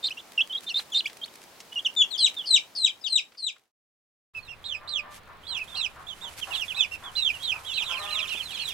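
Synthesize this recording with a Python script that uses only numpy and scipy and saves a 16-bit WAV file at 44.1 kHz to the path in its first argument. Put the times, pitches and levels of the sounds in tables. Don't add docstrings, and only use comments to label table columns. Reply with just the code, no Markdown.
import sys
import numpy as np
from scipy import signal
from scipy.fft import rfft, irfft, next_fast_len
from scipy.io import wavfile
from scipy.ndimage import map_coordinates

SR = 44100
rng = np.random.default_rng(int(sys.argv[2]) if len(sys.argv) > 2 else 0)


def put_to_file(sound):
    columns = np.atleast_2d(sound).T
    safe = np.clip(columns, -1, 1)
    whole_steps = np.round(safe * 32767)
    wavfile.write(sys.argv[1], SR, whole_steps.astype(np.int16))


N = 384993
TIME = np.arange(N) / SR
PAUSE_START_S, PAUSE_END_S = 3.72, 4.335
CUTOFF_HZ = 15850


# start_s, top_s (after the start), drop_s, held_hz,
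# start_offset_hz (from the held note), top_hz, level_db, second_db, overtone_db
TWITTERS = [(0.026, .046, 0.019, 3650, -13, 4230, -25, -7, -22.5),
            (0.104, .019, 0.0077, 2540, 0, 3100, -31, -30, -15.5),
            (0.167, .032, 0.0097, 2760, 2, 3560, -37, -12, -21),
            (0.375, 0.045, 0.0049, 2630, 295, 3360, -17.5, -24, -30),
            (0.495, .042, .005, 3020, 183, 3750, -33.5, -30, -42),
            (0.525, .056, 0.0078, 3250, 52, 3960, -28, -33, -44),
            (0.663, 0.04, 0.004, 3610, 0, 4370, -34.5, -13, -30),
            (0.74, 0.05, 0.016, 3690, -130, 4200, -24, -13, -31),
            (0.943, 0.048, 0.02, 3640, 0, 4190, -20, -9.5, -23.5),
            (1.040, 0.011, .007, 2940, 0, 3500, -38, -25, -27),
            (1.054, 0.02, 0.0075, 2310, 150, 3400, -29.5, -25, -15),
            (1.212, 0.04, 0.0013, 3186, -6, 4470, -32.5, -21, -33),
            (1.277, 0.013, .003, 3060, 0, 3740, -44, -25, -25),
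            (1.716, 0.031, .003, 2930, -2, 3100, -41.5, -10, -25),
            (1.755, 0.046, 0.0087, 2816, 141, 3390, -28, -28, -24),
            (2.435, .03, .006, 2880, 1, 3260, -40.5, -24.5, -23)]
FLICK_S, DROP_HZ_PER_S = 0.018, 79000
TWITTER_SWELL_DB, FLICK_LOSS_DB, DROP_LOSS_DB = 6, 5.5, 8.5

# start_s, length_s, level_db
CRIES = [(2.174, 0.11, -17), (2.456, 0.13, -15.5), (2.75, 0.14, -19), (3.064, 0.14, -21),
         (3.37, .14, -27.5)]
# share_of_call, pitch_hz
CRY_PITCH = [(0, 4720), (.28, 4266), (.72, 3760), (.91, 2530), (1, 2289)]
# share_of_call, effort_db
CRY_EFFORT = [(0, -23.5), (.28, -12.5), (.62, -5), (.74, 1.5), (.9, -10), (1, -18)]

# start_s, length_s, crest_hz, bow (of the fall: 1 = straight, more = held longer),
# level_db, second_db, overtone_db
PEEPS = [(4.385, .14, 4400, 2, -52, -15, -17), (4.639, 0.12, 3830, 1.67, -31, -4, -20.5),
         (4.874, 0.13, 4170, 1.43, -29.5, -4.5, -17.5), (5.431, 0.15, 3460, 1.73, -42, -12, -34),
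         (5.467, 0.13, 4240, 1.5, -31, -11.5, -17), (5.673, 0.14, 3670, 1.7, -40, -26, -21),
         (5.750, 0.12, 4180, 1.92, -28.5, -6, -15.5), (6.525, 0.12, 3970, 1.45, -29.5, -10, -16),
         (6.744, 0.11, 3940, 1.8, -25, -20, -17.5), (7.152, 0.16, 4070, 1.97, -23.5, -10, -22.5),
         (7.385, .2, 3300, 1.9, -39, -25, -21), (7.422, 0.11, 3913, 1.95, -25, -8, -19.5),
         (7.731, 0.11, 4054, 2.2, -28, -6.5, -17.5), (7.833, 0.11, 3980, 1.24, -31.5, -15, -15),
         (7.895, 0.094, 3375, 2.1, -32.5, -11, -33), (8.094, .116, 4120, 1.65, -29, -27, -17),
         (8.177, 0.087, 3690, 1.8, -32.5, -7, -19.5), (8.275, 0.11, 4034, 1.7, -39.5, -6, -19),
         (8.351, 0.085, 3546, 1.8, -34.5, -22, -32), (8.416, .125, 4330, 1.2, -37, -24, -23),
         (8.497, 0.086, 3880, 1.8, -40, -11, -11), (8.585, 0.14, 4320, 1.75, -35, -11, -11.5)]
# share_of_call, effort_db
PEEP_EFFORT = [(0, -10), (.17, -7), (.62, -1.5), (1, -3)]
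PEEP_RISE_S, PEEP_MEAN_RISE_HZ_PER_S, PEEP_END_HZ, PEEP_PAN_DB = 0.02, 37000, 2310, -9

# start_s, length_s, rise_s, top_hz, end_hz, bow (of the fall), level_db,
# overtone_db, pan_db (left over right)
PIPS = [(0.684, 0.039, 0.0086, 3350, 2620, 0.48, -32, -14, -1),
        (0.917, 0.036, 0.0091, 3480, 2680, 0.85, -31, -10.5, -1),
        (1.846, 0.031, 0.00053, 3900, 2656, 0.56, -20, -19, -2.5),
        (1.962, 0.081, 0, 3647, 3270, 1.14, -16.5, -14.5, 4),
        (2.004, 0.025, 0.00066, 3475, 2740, 1.46, -16.5, -21, -3),
        (2.039, .018, 0.0013, 2800, 2740, 0.83, -30.5, -20.5, 2.5),
        (2.104, 0.067, 0.0025, 4360, 2980, 0.95, -28, -13, 11.5),
        (2.179, 0.054, 0.007, 3420, 2910, 1.7, -26.5, -29, -4),
        (2.364, 0.058, 0.002, 3650, 2920, 1.8, -28.5, -36, -3.5),
        (2.868, 0.044, 0.0023, 3840, 2950, 1.5, -30, -22, 5),
        (3.008, 0.042, 0.0026, 5370, 4480, 0.89, -47, -16, 9),
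        (3.038, 0.047, 0, 3910, 2690, 1.4, -26, -15.5, 11.5),
        (4.346, 0.053, 0.0045, 2624, 2440, 3.5, -31.5, -26.5, -8),
        (4.475, 0.068, .024, 2800, 2480, 1.9, -38.5, -18, -8.5),
        (4.739, 0.044, 0, 2750, 2450, 1.07, -38.5, -12, -8),
        (5.596, 0.04, .01, 2660, 2430, 1.5, -29.5, -34, -7),
        (5.755, 0.068, .025, 2810, 2520, 1.73, -34.5, -17, -7.5),
        (6.065, 0.073, 0.028, 3630, 2940, 0.63, -34.5, -17, -12),
        (6.21, 0.085, 0.029, 3780, 2900, 0.64, -34.5, -14, -11.5),
        (6.411, 0.036, 0.0094, 3300, 2550, 1.3, -29, -20, -12.5),
        (6.506, 0.039, 0, 3040, 2430, 0.84, -31.5, -30, -16),
        (6.532, 0.04, 0.02, 3420, 2670, 0.63, -26.5, -36, -12),
        (6.677, 0.053, 0.012, 3470, 2400, 1.08, -28.5, -26, -12),
        (6.763, 0.057, .022, 2627, 2390, 2, -29, -22, -11),
        (6.909, 0.053, .018, 2775, 2500, 2, -32.5, -19.5, -8.5),
        (7.035, 0.064, 0.011, 3515, 2950, 1.5, -36.5, -22, -13),
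        (7.165, .049, 0.0071, 2920, 2590, 1.3, -30.5, -21, -17),
        (7.332, 0.043, 0.0034, 3020, 2660, 1.25, -32.5, -29, -9),
        (7.645, 0.096, 0.025, 3440, 2580, 0.72, -33, -20, -11),
        (7.661, 0.1, 0.019, 3860, 3090, 0.74, -34.5, -14, -8),
        (7.753, 0.052, 0.017, 3160, 2340, 0.46, -26.5, -40, -13),
        (8.101, 0.057, 0.0035, 3480, 2080, 1.1, -33, -38, -14),
        (8.271, 0.032, 0.01, 3630, 2190, 0.87, -34.5, -10, -11),
        (8.300, 0.054, 0, 3020, 2425, 1.03, -28, -27, -12.5),
        (8.581, 0.05, 0.0081, 3210, 2520, 0.66, -34.5, -20, -13)]
# share_of_call, effort_db
PIP_EFFORT = [(0, -9), (.28, -4.5), (.6, -1), (1, -7.5)]
PIP_MEAN_RISE_HZ_PER_S = 16200

# frequency_hz, gain_db
BEAK = [(4500, 0), (5400, 3), (6500, -3), (7800, -1.5), (8700, -6), (10000, -33.5), (12000, -22.5),
        (15000, -39.5)]

# start_s, level_db
CLUCKS = [(4.81, -50), (5.031, -48.5), (5.271, -50.5), (5.498, -50), (5.731, -49), (5.959, -47.5),
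          (6.217, -50.5), (6.468, -42.5), (6.736, -49.5), (7.022, -45.5), (7.289, -59), (7.529, -46),
          (7.802, -48.5)]
CLUCK_S, CLUCK_TOP_HZ = 0.0796, 368.8
# time_s, pitch_hz, level_db
SQUAWK = [(7.89, 511, -39), (7.92, 511.7, -44), (7.97, 526, -45.5), (8.0, 605, -39.5), (8.11, 608, -45),
          (8.19, 639, -44.5), (8.26, 595, -51.5)]
# time_s, pitch_hz, level_db
CROW = [(4.56, 577, -66.5), (4.82, 596, -55.5), (5.0, 594.5, -52.5), (5.12, 592.6, -53), (5.2, 578, -62)]
# frequency_hz, gain_db
THROAT = [(250, -20), (600, -7.5), (830, 0), (1120, 2.5), (1480, -4), (1850, -7.5), (2400, -16),
          (4000, -31)]

# start_s, peak_db, centre_hz
TAPS = [(0.403, -39, 1530), (.557, -42, 1700), (0.631, -42, 4930), (0.792, -27, 1710), (1.096, -34, 2200),
        (1.335, -47, 3200), (1.427, -43, 4100), (1.601, -31, 3760), (2.041, -41.5, 870), (3.319, -44, 2230),
        (3.347, -46.5, 1800), (3.561, -45, 1533), (6.607, -37, 8200), (7.428, -37, 7320),
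        (8.344, -35.5, 487.5), (8.686, -30, 7040)]
# start_s, length_s, level_db
SCRATCHES = [(0.615, 0.05, -49.5), (0.748, 0.094, -46), (1.061, 0.037, -49), (4.36, 0.039, -64),
             (5.103, 0.099, -48), (6.369, 0.041, -43), (6.91, .06, -51), (8.275, 0.12, -58)]
# time_s, level_db (midway between the ears)
SHUFFLE = [(4.35, -64.5), (5.35, -72.5), (5.6, -52), (6.0, -61.5), (6.55, -45), (6.98, -58.5), (7.2, -49.5),
           (7.58, -52), (7.8, -49), (8.73, -46.5)]
# frequency_hz, density_db (per Hz)
SAND = [(800, -9.5), (2500, 3.5), (5000, -2), (9000, -2.5), (12000, -4.5), (16000, -20)]

# time_s, level_db
EARLY_AIR = [(0, -51.5), (2.4, -52), (3.1, -57.5), (3.48, -65.5), (3.7, -68.5)]
# time_s, level_db
LATE_AIR = [(4.34, -55), (5.6, -52.5), (8.73, -50.5)]
# frequency_hz, density_db (per Hz)
EARLY_COLOUR = [(30, -13.5), (110, -5.5), (200, -1), (850, 1), (1400, -3.5), (5000, -8), (12000, -15),
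                (15800, -15.5)]
# frequency_hz, density_db (per Hz)
LATE_COLOUR = [(100, -3.5), (160, -0.5), (300, -5), (600, -1.5), (1100, -0.5), (2000, -5.5), (4000, -12),
               (8000, -37.5), (15000, -26)]
# frequency_hz, density_db (per Hz)
RUMBLE = [(20, -1), (40, -9.5), (60, -3.5), (87, -0.5), (120, -6.5), (200, -22), (400, -41.5)]
# frequency_hz, correlation (1 = identical)
LIKENESS = [(30, 0.44), (80, 0.62), (500, 0.75), (2000, 0.49), (8000, 0.3), (14000, 0.18)]


def twitters():
    out = np.zeros((2, N))
    for start_s, top_s, drop_s, held_hz, start_offset_hz, top_hz, db, second_db, overtone_db in TWITTERS:
        flick_start_s = max(top_s - FLICK_S, top_s / 3)
        turns = np.array([0, flick_start_s, top_s, top_s + max(drop_s, 1 / SR)])
        t = clock(turns[-1])
        end_hz = top_hz - DROP_HZ_PER_S * drop_s
        hz = glide(t, turns, np.array([held_hz + start_offset_hz, held_hz, top_hz, end_hz]))
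        effort = db - np.interp(t, turns, [TWITTER_SWELL_DB, 0, FLICK_LOSS_DB, DROP_LOSS_DB])
        call = chick_call(t, hz, effort, beat_hz=472, second_db=second_db, second_hold_s=0.032,
                          second_fade_s=0.24, overtone_db=overtone_db, waver=0.0028,
                          flutter_db=3.0, attack_s=0.006, pan_db=-2.0)
        add(out, start_s, call)
    return out + from_db(-15.0) * echoes(out, t60=0.12, first_s=0.0029, per_s=2600)


def cries():
    out = np.zeros((2, N))
    for start_s, length_s, db in CRIES:
        t = clock(length_s)
        share = t / t[-1]
        hz = glide(share, *np.transpose(CRY_PITCH))
        effort = db + np.interp(share, *np.transpose(CRY_EFFORT))
        call = chick_call(t, hz, effort, beat_hz=341.4, second_db=-1, second_hold_s=0.019,
                          second_fade_s=0.03, overtone_db=-10, waver=0.00765,
                          flutter_db=4.0, attack_s=0.0048, pan_db=3.5)
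        add(out, start_s, call)
    return in_pen(out, planks_db=-3.5, pen_db=-10, yard_db=-36.5)


def peeps():
    faint = long_peeps(background_brood(7.62, 8.62, level_db=-41, second_db=-15, count=17))
    near_peeps = in_pen(long_peeps(PEEPS), planks_db=-5.5, pen_db=-18.5, yard_db=-28.0)
    return near_peeps + in_pen(faint, planks_db=-1.5, pen_db=-8, yard_db=-25.0)


def long_peeps(rows):
    out = np.zeros((2, N))
    for start_s, length_s, crest_hz, bow, db, second_db, overtone_db in rows:
        t = clock(length_s)
        hz = arch(t, PEEP_RISE_S, PEEP_MEAN_RISE_HZ_PER_S, crest_hz, PEEP_END_HZ, bow)
        effort = db + np.interp(t / t[-1], *np.transpose(PEEP_EFFORT))
        call = chick_call(t, hz, effort, beat_hz=330.0, second_db=second_db, second_hold_s=0.036,
                          second_fade_s=0.03, overtone_db=overtone_db, waver=0.0071,
                          flutter_db=3.5, attack_s=0.0038, pan_db=PEEP_PAN_DB)
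        add(out, start_s, call)
    return out


def background_brood(start_s, end_s, level_db, second_db, count):
    rows = []
    for kind, when, size in rng.random((count, 3)):
        _, length_s, crest_hz, bow, _, _, overtone_db = PEEPS[int(kind * len(PEEPS))]
        call_s = start_s + (end_s - start_s) * when
        length_s = length_s * (0.55 + 0.5 * size)
        crest_hz = crest_hz * (0.85 + 0.2 * size)
        rows.append((call_s, length_s, crest_hz, bow, level_db, second_db, overtone_db))
    return rows


def pips():
    out = np.zeros((2, N))
    for start_s, length_s, rise_s, top_hz, end_hz, bow, db, overtone_db, pan_db in PIPS:
        t = clock(length_s)
        hz = arch(t, rise_s, PIP_MEAN_RISE_HZ_PER_S, top_hz, end_hz, bow)
        effort = db + np.interp(t / t[-1], *np.transpose(PIP_EFFORT))
        call = chick_call(t, hz, effort, beat_hz=334, second_db=-18.5, second_hold_s=0.012,
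                          second_fade_s=0.04, overtone_db=overtone_db, waver=0.0033,
                          flutter_db=1.9, attack_s=0.006, pan_db=pan_db)
        add(out, start_s, call)
    return in_pen(out, planks_db=-9.5, pen_db=-15.5, yard_db=-28.0)


def chick_call(t, hz, effort, beat_hz, second_db, second_hold_s, second_fade_s, overtone_db,
               waver, flutter_db, attack_s, pan_db):
    hz = hz * (1 + waver * drift(350, len(t)))
    phase = 2 * np.pi * np.cumsum(hz) / SR
    beat = 2 * np.pi * np.cumsum(beat_hz * (1 + 0.05 * drift(120, len(t)))) / SR
    depth = from_db(second_db - 20 * np.maximum(t - second_hold_s, 0) / second_fade_s)
    coupling = 1 + depth * np.exp(1j * beat)
    coupling = coupling + 0.14 * depth * np.exp(-1j * beat) + 0.462 * depth ** 2 * np.exp(2j * beat)
    phase = phase + 0.19 * np.minimum(depth, 1) * drift(3000, len(t))
    overtones = overtone_db + 0.12 * (effort - effort.max())
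    tone = np.exp(1j * phase)
    for k, source_db in enumerate([0, -7, -16], 2):
        both_voices = np.exp(1j * k * phase) + 0.8 * depth * np.exp(1j * k * (phase + beat))
        tone = tone + from_db(overtones + source_db + at_hz(BEAK, k * hz)) * both_voices
    level = from_db(effort + flutter_db * drift(150.2, len(t))) * gate(t, attack_s, 0.003)
    return place(np.sqrt(2) * level * (tone * coupling).real, pan_db)


def arch(t, rise_s, mean_rise_hz_per_s, top_hz, end_hz, bow):
    climb = mean_rise_hz_per_s * np.maximum(rise_s - t, 0) ** 2 / max(rise_s, 1 / SR)
    fall = np.clip((t - rise_s) / (t[-1] - rise_s), 0, 1) ** abs(bow)
    return top_hz - climb - (top_hz - end_hz) * fall


def glide(t, times, values):
    steps = np.diff(times)
    slopes = np.diff(values) / steps
    product = slopes[:-1] * slopes[1:]
    inner = 2 * np.maximum(product, 0) / (slopes[:-1] + slopes[1:] + 1e-9)
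    tangent = np.r_[slopes[0], inner, slopes[-1]]
    tangent[[0, -1]] += (tangent[[0, -1]] - tangent[[1, -2]]) / 2
    k = np.clip(np.searchsorted(times, t) - 1, 0, len(steps) - 1)
    u = (t - times[k]) / steps[k]
    bow = (1 - u) * (tangent[k] - slopes[k]) - u * (tangent[k + 1] - slopes[k])
    return values[k] + steps[k] * u * (slopes[k] + (1 - u) * bow)


def clock(length_s):
    return np.arange(0, max(length_s, 0.01), 1 / SR)


def grown_fowl():
    out = np.zeros(N)
    for start_s, db in CLUCKS:
        cluck = [(start_s, CLUCK_TOP_HZ * 0.9, db),
                 (start_s + CLUCK_S / 2, CLUCK_TOP_HZ, db),
                 (start_s + CLUCK_S, CLUCK_TOP_HZ * 0.93, db - 11.0)]
        add(out, *fowl_call(cluck, rough=0.81, jitter=0.041))
    add(out, *fowl_call(SQUAWK, rough=0.57, jitter=0.017))
    add(out, *fowl_call(CROW, rough=0.06, jitter=0.0023))
    direct = place(out, pan_db=1.5)[:, :N]
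    return from_db(-1.0) * direct + echoes(direct, t60=0.41, first_s=0.005, per_s=1500)


def fowl_call(rows, rough, jitter):
    times, pitches, levels = np.transpose(rows)
    t = np.arange(times[0], times[-1], 1 / SR)
    hz = np.interp(t, times, pitches) * (1 + jitter * drift(194.4, len(t)))
    phase = 2 * np.pi * np.cumsum(hz) / SR
    voice = np.zeros(len(t))
    for k in np.arange(2, 22) / 3:
        strength = 1 if k % 1 == 0 else rough * drift(60.0, len(t))
        partial = np.sin(k * phase + rng.uniform(0, 2 * np.pi))
        voice += from_db(at_hz(THROAT, k * hz)) * strength * partial
    level = from_db(np.interp(t, times, levels)) * gate(t, 0.0029, 0.016)
    return t[0], rms_one(voice) * level


def feet():
    taps, sweeps = np.zeros((2, N)), np.zeros(N)
    t = np.arange(SR // 10) / SR
    for start_s, peak_db, hz in TAPS:
        noise = rng.standard_normal(len(t)) + 0.5 * rng.standard_normal((2, len(t)))
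        crunch = noise * from_db(-60 * t / 0.054)
        tap = band(crunch * np.minimum(t / 0.0032, 1), hz / 2, hz * 2)
        add(taps, start_s, from_db(peak_db) * tap / np.abs(tap).max())
    for start_s, length_s, db in SCRATCHES:
        add(sweeps, start_s, from_db(db) * np.hanning(int(length_s * SR)) ** 0.5)
    shuffle = gain_curve(SHUFFLE) * (TIME > PAUSE_END_S)
    shuffle = shuffle * from_db([[-2], [2]])
    grains = rms_one(from_db(1.96 * drift(900, N) + 2 * drift(45, N)))
    specks = rms_one(from_db(20 * np.minimum(drift(250, N), 2)))
    grit = from_db(-8) * gain_curve(EARLY_AIR) * specks
    return taps + ((sweeps + shuffle) * grains + grit) * air_noise(SAND)


def yard_air():
    early = gain_curve(EARLY_AIR) * air_noise(EARLY_COLOUR)
    late = gain_curve(LATE_AIR) * air_noise(LATE_COLOUR) + from_db(-57.5) * air_noise(RUMBLE)
    return np.where(TIME < PAUSE_START_S, early, late)


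def air_noise(spectrum):
    size = next_fast_len(N)
    hz = np.maximum(np.fft.rfftfreq(size, 1 / SR), 1)
    mid, side = rfft(rng.standard_normal((2, size)))
    alike = np.clip(at_hz(LIKENESS, hz), -1, 1)
    both = np.sqrt(1 + alike) * mid + np.sqrt(1 - alike) * side * [[1], [-1]]
    return rms_one(irfft(both * from_db(at_hz(spectrum, hz)))[:, :N])


def in_pen(x, planks_db, pen_db, yard_db):
    planks = from_db(planks_db) * echoes(x, t60=0.055, first_s=0.003, per_s=900)
    pen = from_db(pen_db) * echoes(x, t60=0.17, first_s=0.014, per_s=2300)
    yard = from_db(yard_db) * echoes(x, t60=0.3, first_s=0.019, per_s=3100)
    return x + planks + pen + yard


def echoes(x, t60, first_s, per_s):
    t = np.arange(SR) / SR
    arrivals = rng.standard_normal((2, SR)) * (rng.random((2, SR)) < per_s / SR)
    response = arrivals * (t > first_s) * from_db(-60 * t / t60)
    response /= np.sqrt(np.sum(response ** 2, axis=1, keepdims=True) + 1e-20)
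    return signal.fftconvolve(x, response, axes=1)[:, :N]


def place(sound, pan_db):
    gains = from_db(np.array([pan_db, -pan_db]) / 2)
    lag = int(abs(pan_db) / 4)
    near, far = np.pad(sound, (0, lag)), np.pad(sound, (lag, 0))
    ears = [far, near] if pan_db < 0 else [near, far]
    return rms_one(gains)[:, None] * np.array(ears)


def from_db(db):
    return 10 ** (np.asarray(db) / 20)


def rms_one(x):
    return x / np.sqrt(np.mean(x ** 2) + 1e-20)


def at_hz(points, hz):
    points_hz, points_db = np.transpose(points)
    return np.interp(np.log(hz), np.log(points_hz), points_db)


def gain_curve(rows):
    return from_db(np.interp(TIME, *np.transpose(rows)))


def drift(rate_hz, size):
    knots = rng.standard_normal(int(size * rate_hz / SR) + 4)
    return map_coordinates(knots, [1 + np.arange(size) * rate_hz / SR], order=2)


def add(out, start_s, sound):
    i = max(int(start_s * SR), 0)
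    out[..., i:i + sound.shape[-1]] += sound[..., :max(N - i, 0)]


def band(x, low_hz, high_hz):
    edges = [low_hz, min(high_hz, 0.45 * SR)]
    return signal.sosfilt(signal.butter(2, edges, "band", fs=SR, output="sos"), x)


def gate(t, rise_s, fall_s):
    ramp = np.minimum((t - t[0]) / rise_s, (t[-1] - t) / fall_s)
    return np.sin(np.pi / 2 * np.clip(ramp, 0, 1)) ** 2


def scene():
    return twitters() + cries() + peeps() + pips() + grown_fowl() + feet() + yard_air()


def record(dry):
    fade_out = (PAUSE_START_S - TIME) / 0.15
    fade_in = (TIME - PAUSE_END_S) / 0.015
    heard = np.clip(np.maximum(fade_out, fade_in), 0, 1)
    low_pass = signal.ellip(12, 0.1, 90, CUTOFF_HZ, fs=SR, output="sos")
    return signal.sosfilt(low_pass, dry * heard)


dry = scene()
out = record(dry)
put_to_file(out)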